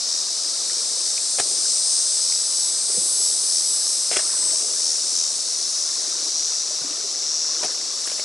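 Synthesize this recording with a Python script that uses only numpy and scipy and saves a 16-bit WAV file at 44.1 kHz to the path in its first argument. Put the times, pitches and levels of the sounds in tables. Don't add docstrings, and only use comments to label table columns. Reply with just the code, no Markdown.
import sys
import numpy as np
from scipy import signal
from scipy.fft import rfft, irfft, next_fast_len
from scipy.io import wavfile

SR = 44100
rng = np.random.default_rng(int(sys.argv[2]) if len(sys.argv) > 2 else 0)


def int16_out(signal):
    q = np.round(np.clip(np.atleast_2d(signal).T, -1, 1) * 32767)
    wavfile.write(sys.argv[1], SR, q.astype(np.int16))


N = 363384
TIME = np.arange(N) / SR


def from_db(db):
    return 10 ** (np.asarray(db) / 20)


def rms_one(x):
    return x / np.sqrt(np.mean(np.abs(x) ** 2) + 1e-20)


def in_time(rows):
    s, *columns = np.transpose(rows)
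    return [np.interp(TIME, s, c) for c in columns]


def swell(crest_s, half_width_s):
    return np.exp(-.5 * np.minimum(((TIME - crest_s) / half_width_s) ** 2, 100))


def add(out, s, sound):
    start = int(np.clip(round(s * SR), 0, N - 1))
    out[start:start + len(sound)] += sound[:N - start]


def coloured(spectrum):
    hz, db = np.transpose(spectrum)
    size = next_fast_len(N)
    bins = np.maximum(np.fft.rfftfreq(size, 1 / SR), 1)
    gain = from_db(np.interp(np.log(bins), np.log(hz), db, left=-90))
    return rms_one(irfft(rfft(rng.standard_normal(size)) * gain, size)[:N])


def drift(rate):
    size = next_fast_len(N)
    gain = np.exp(-.5 * (np.fft.rfftfreq(size, 1 / SR) / rate) ** 2)
    return rms_one(irfft(rfft(rng.standard_normal(size)) * gain, size)[:N])


def place(direct, scattered, pan_db, side_db):
    side = from_db(side_db) * scattered
    return np.array([(direct + side) * from_db(pan_db / 2), (direct - side) * from_db(-pan_db / 2)])


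def wide_noise(spectrum, pan_db, side_db):
    return place(coloured(spectrum), coloured(spectrum), pan_db, side_db)


def bank_echo(x):
    t = np.arange(SR // 4) / SR
    tail = rng.standard_normal(len(t)) * np.exp(-t / 0.015) * (t > .003)
    return signal.fftconvolve(x, tail / np.linalg.norm(tail))[:N]


def far_chorus():
    # (frequency [Hz], relative density [dB])
    spectrum = [(2700, -36), (3200, -20), (3700, -6.5), (4400, -1.5), (5100, 0), (5700, 2), (6500, -2),
                (7200, -5), (7900, -2.5), (9000, -14.5), (11000, -15.5)]
    # (time [s], level [dB])
    loudness = [(0, -26), (1.7, -25.5), (3.2, -26.5), (4.5, -27.5), (5.4, -27), (6.3, -26.5), (7.0, -28.5),
                (8.24, -27.5)]
    level_db, = in_time(loudness)
    return from_db(level_db) * wide_noise(spectrum, pan_db=2.5, side_db=-11)


def narrow_ring(hz, width_hz):
    turn = np.exp(2j * np.pi * np.cumsum(hz) / SR)
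    return rms_one(np.real(turn * (drift(width_hz) + 1j * drift(width_hz))))


def abdomen_ring(depth, semitones):
    shift = 2 ** (semitones / 12)
    low = narrow_ring(5117 * shift, width_hz=44)
    high_hz = 5570 * shift + 62 * drift(30.5)
    high = np.sqrt(2) * np.sin(2 * np.pi * np.cumsum(high_hz) / SR)
    return depth * from_db(-10) * low + (1 - depth) * from_db(-7.5) * high


def throbbing_cicada():
    # (time [s], level [dB])
    steady_drive = [(0, -28.5), (1.3, -30.5), (1.6, -23.5), (2.5, -24.5), (2.75, -29.5), (3.7, -24.5),
                    (5.05, -25), (5.4, -28), (7.5, -27), (8.24, -28)]
    # (crest [s], half-width [s], level [dB])
    surges = [(5.78, 0.24, -24), (6.45, 0.21, -24), (7.42, 0.21, -22.5)]
    # (time [s], tymbal cycles [1/s], throb depth [0-1], pitch shift [semitones])
    manner = [(0, 81, 1, -.2), (3.9, 81, 1, 0), (5.2, 81, 1, .9), (5.9, 79, .7, .7), (6.5, 79.5, 0, .4),
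              (7.4, 78.7, 0, .1), (8.24, 77, 0, -.3)]
    # (time [s], relative level [dB])
    throbs = [(-.18, -27), (0.139, -26), (0.459, -31), (0.761, -27), (1.08, -27.5), (1.44, -37),
              (1.689, -35), (1.979, -31), (2.301, -25), (2.601, -26.5), (2.92, -34), (3.271, -24),
              (3.569, -23), (3.88, -28.5), (4.21, -52), (4.549, -25.5), (4.879, -22.5), (5.199, -21.5),
              (5.54, -37), (5.84, -31), (6.12, -38), (6.401, -28.5)]
    # (unshifted pitch [Hz], relative level [dB])
    ribs = [(6520, -7.5), (5685, -3), (5550, -2), (5070, -4.5)]
    drive_db, = in_time(steady_drive)
    surge_power = sum((from_db(db) * swell(s, width)) ** 2 for s, width, db in surges)
    drive = np.sqrt(from_db(drive_db) ** 2 + surge_power)
    rate, depth, semitones = in_time(manner)
    crests, crest_db = np.transpose(throbs)
    throb = np.interp(TIME, crests, np.arange(len(crests)))
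    nearest = np.round(throb).astype(int)
    effort = from_db(crest_db[nearest]) * swell(crests[nearest], half_width_s=0.065)
    cycle = np.cumsum(rate - 4.5 * depth * np.sin(2 * np.pi * throb)) / SR
    beats = np.flatnonzero(np.diff(np.floor(2 * cycle)))
    t = np.arange(SR // 150) / SR
    envelope = (1 - np.exp(-t / 0.0011)) * np.exp(-t / 0.00038)
    envelope *= np.sqrt(SR / rate.mean() / len(ribs)) / np.linalg.norm(envelope)
    song = np.zeros(N)
    for n, i in enumerate(beats):
        chance = rng.standard_normal(2 * len(ribs) + 1)
        weak_side = n % 2
        base = drive[i] * from_db(-2.5 - 3 * depth[i] if weak_side else depth[i])
        strength = np.hypot(base, effort[i] * (.15 if weak_side else 1.85))
        rattle = 1 - depth[i]
        gap_s = .0016 * (1 - .09 * depth[i] * (throb[i] - nearest[i])) * (1 - .3 * rattle)
        start = i / SR + .00007 * chance[-1]
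        tension = 2 ** ((semitones[i] + 0.34 * rattle) / 12)
        for k, (hz, db) in enumerate(ribs):
            click = envelope * np.sin(2 * np.pi * hz * tension * (1 + .014 * chance[k]) * t)
            add(song, start + k * gap_s, strength * from_db(db + 0.5 * chance[len(ribs) + k]) * click)
    song += drive * abdomen_ring(depth, semitones) * (1 - .6 * np.cos(4 * np.pi * cycle))
    song += from_db(-18) * bank_echo(song)
    return place(song, bank_echo(song), pan_db=2.5, side_db=-36)


def whining_cicada():
    # (time [s], clicks [1/s])
    pace = [(0, 211), (1.2, 211.5), (2.5, 212), (3.9, 212.6), (4.25, 212.5), (4.54, 211.5), (4.74, 209.1),
            (5.02, 201.8), (5.4, 193.5)]
    # (time [s], level [dB])
    loudness = [(0, -44), (.8, -36.5), (1.7, -27), (2.65, -29), (3.0, -29.5), (4.3, -29.5), (5.1, -34),
                (5.4, -37), (5.9, -70)]
    # (harmonic [number], relative level [dB])
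    partials = [(28, -10), (30, -6), (31, -15), (34, -15), (35, -8.5), (36, -7), (37, -6), (38, -4),
                (39, -9), (40, -11), (41, -2), (42, -12), (43, -5.5), (44, -6), (45, -28), (46, -13),
                (47, -9.5), (48, -30), (49, -16.5), (50, -14.5), (51, -18.5)]
    # (crest [s], harmonic [number], half-width [s], gain [dB])
    line_swells = [(.5, 40, 0.45, 14), (.5, 37, 0.46, -14), (.7, 38, 0.27, 9), (1.45, 34, 0.69, 9.5),
                   (1.75, 41, 0.17, 4), (2.45, 41, 0.14, -11), (2.68, 44, 0.1, -22), (2.8, 39, 0.24, 7),
                   (3.2, 44, 0.33, 11), (3.3, 35, 0.56, 4), (3.3, 37, 0.69, 11.5), (3.3, 51, 0.65, 14.5),
                   (4.45, 38, 0.15, 10.5)]
    # (frequency [Hz], relative density [dB])
    rasp_spectrum = [(6000, -32), (6900, -40), (7500, 8), (8200, 9), (8650, 5.5), (9100, 8.5), (9600, 6),
                     (10300, 3.5), (11000, -2)]
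    # (time [s], relative level [dB])
    rasp_fade = [(0, -34), (.8, -30), (3.4, -34), (4.8, -27.5), (5.9, -32), (6.4, -34.5), (7.5, -40),
                 (8.24, -41)]
    rate, = in_time(pace)
    level_db, = in_time(loudness)
    run_down_s, doubling_s = 4.3, .21
    jitter = np.minimum(0.000158 * 2 ** (np.maximum(TIME - run_down_s, 0) / doubling_s), .012)
    phase = 2 * np.pi * np.cumsum(rate * (1 + jitter * drift(45))) / SR
    tone = np.zeros(N)
    for harmonic, db in partials:
        k = round(harmonic)
        swell_db = sum(gain * swell(s, width) for s, line, width, gain in line_swells if round(line) == k)
        fading_db = 4 * np.tanh(drift(3.4))
        amplitude = from_db(level_db + db + swell_db + fading_db)
        tone += amplitude * np.sin(k * phase + rng.uniform(0, 2 * np.pi))
    rasp_db, = in_time(rasp_fade)
    rasp = from_db(rasp_db - 2.5) * wide_noise(rasp_spectrum, pan_db=2.5, side_db=-5.0)
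    linger_s, sag_hz_per_s = 5.7, 160
    ring_hz = 9090 - sag_hz_per_s * (TIME - linger_s)
    tone += from_db(-39.5) * swell(linger_s, half_width_s=0.37) * narrow_ring(ring_hz, width_hz=140)
    return place(tone, bank_echo(tone), pan_db=1.6, side_db=-16) + rasp


def open_air():
    # (frequency [Hz], relative density [dB])
    spectrum = [(25, -42), (50, -26), (100, -24.5), (170, -11.5), (280, -4.5), (480, 0), (700, 0.5),
                (900, -6), (1200, -3), (1700, -9.5), (3000, -5), (6000, -19), (11000, -18.5)]
    return from_db(-45) * wide_noise(spectrum, pan_db=-0.8, side_db=-13)


def bubble(hz, decay, rise):
    t = np.arange(int(7 * decay * SR) + 2) / SR
    envelope = np.exp(-t / decay) * (1 - np.exp(-2 * hz * t))
    return envelope * np.sin(2 * np.pi * hz * t * (1 + rise * t / decay))


def droplets(per_s, low_hz, high_hz, cycles, spread_db):
    out = np.zeros(N)
    for when, size, strength in rng.random((int(per_s * N / SR), 3)):
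        hz = low_hz * (high_hz / low_hz) ** size
        gain = from_db(spread_db * min(-np.log(1 - strength), 4))
        add(out, when * N / SR, gain * bubble(hz, cycles / hz, rise=0.03))
    return rms_one(out)


def stirred(crest_s, dying_s, rise_s):
    return np.where(TIME < crest_s, swell(crest_s, rise_s), np.exp(-np.abs(TIME - crest_s) / dying_s))


def raked_water():
    # (crest [s], dying time [s], relative slosh [dB], relative trickle [dB])
    strokes = [(.8, 0.5, -46.5, -48.5), (1.56, 0.23, -44, -51.5), (2.95, 0.88, -45, -74),
               (4.33, .4, -47.5, -44), (4.65, 0.62, -44.5, -56.5), (6.17, 0.41, -45.5, -46),
               (6.9, 0.75, -47.5, -48), (7.7, 0.19, -43, -42), (8.2, .3, -61, -46)]
    # (crest [s], dying time [s], level [dB])
    showers = [(7.65, 0.12, -37), (8.08, .4, -35)]
    slosh, trickle = from_db(-56), from_db(-50.5)
    for s, dying_s, slosh_db, trickle_db in strokes:
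        motion = stirred(s, dying_s, rise_s=0.19)
        slosh = np.hypot(slosh, from_db(slosh_db) * motion)
        trickle = np.hypot(trickle, from_db(trickle_db) * motion)
    patter = sum(from_db(db) * stirred(s, dying_s, rise_s=0.054) for s, dying_s, db in showers)
    large = droplets(per_s=340, low_hz=294, high_hz=760, cycles=1.64, spread_db=2.5)
    small = droplets(per_s=800, low_hz=931, high_hz=3390, cycles=5.1, spread_db=3.5)
    fine = droplets(per_s=630, low_hz=6800, high_hz=10700, cycles=6.5, spread_db=4.5)
    water = from_db(-3.5) * slosh * large + from_db(-2) * trickle * small + patter * fine
    return place(water, bank_echo(water), pan_db=0.7, side_db=-9.5)


def splashes():
    # (time [s], relative spray [dB], relative plop [dB], plop pitch [Hz], burst decay [s])
    slaps = [(1.384, -23, -25, 554, 0.0078), (1.397, -16.5, -16.5, 417, 0.0044),
             (4.111, -24, -25.5, 500, 0.008), (4.126, -31.5, -45, 686, 0.026),
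             (4.157, -28, -44, 543, 0.0088), (4.167, -13, -16, 358, 0.0028), (4.189, -27, -59, 580, 0.0085),
             (7.629, -30, -25.5, 920, 0.013), (7.646, -39, -26, 398, 0.0072),
             (8.073, -25, -28, 620, 0.0038), (8.097, -29, -48, 397, 0.0049), (8.115, -31, -33, 547, 0.0052),
             (8.193, -25, -26, 573, 0.0038)]
    # (time [s], pitch [Hz], level [dB], decay [s])
    drips = [(.698, 1810, -26.5, .002), (0.789, 450, -38, 0.017), (1.179, 2390, -21.5, 0.0015),
             (1.398, 252, -36, 0.005), (1.655, 1500, -31, .003), (2.323, 2200, -23.5, 0.0011),
             (2.945, 459, -36, 0.018), (2.972, 482, -27, 0.012), (2.976, 199, -29, 0.011),
             (2.978, 115, -37, 0.013), (3.058, 330, -34, 0.0072), (4.53, 623, -33, .014),
             (6.707, 590, -33, 0.0079), (6.814, 150, -36, 0.0073), (6.845, 278, -31, 0.012),
             (6.905, 298, -39, 0.023), (7.042, 397, -34, 0.016)]
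    # (frequency [Hz], relative density [dB])
    spray_spectrum = [(40, -28), (100, -29), (300, -4.5), (600, 7), (900, -3.5), (1800, 4.5), (3200, 2.5),
                      (5000, -1.5), (8000, 4.5), (11000, -4.5)]
    # (frequency [Hz], relative density [dB])
    hollow_spectrum = [(50, -22), (95, -5), (160, -7), (280, 3), (520, 3), (750, 10.5), (1200, -22),
                       (3000, -43)]
    spray, hollow, plops = np.zeros((3, N))
    for s, spray_db, plop_db, hz, decay in slaps:
        t = np.arange(int(8 * decay * SR) + 2) / SR
        burst = np.exp(-t / decay) * (1 - np.exp(-t / 0.0031))
        add(spray, s, from_db(spray_db + 8.0) * burst)
        add(hollow, s, from_db(plop_db - 2) * burst)
        add(plops, s, from_db(plop_db + 1) * bubble(hz, decay=0.0042, rise=0.016))
    for s, hz, db, decay in drips:
        add(plops, s, from_db(db) * bubble(hz, decay, rise=0.017))
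    water = spray * coloured(spray_spectrum) + hollow * coloured(hollow_spectrum) + plops
    water += from_db(-12) * bank_echo(water)
    return place(water, bank_echo(water), pan_db=2.0, side_db=-14.5)


def scene():
    return far_chorus() + throbbing_cicada() + whining_cicada() + open_air() + raked_water() + splashes()


def record(dry):
    low_hz, high_hz = 75, 11000
    thin = signal.sosfilt(signal.butter(2, low_hz, "high", fs=SR, output="sos"), dry)
    return signal.sosfilt(signal.ellip(14, .1, 90, high_hz, fs=SR, output="sos"), thin)


dry = scene()
out = record(dry)
int16_out(out)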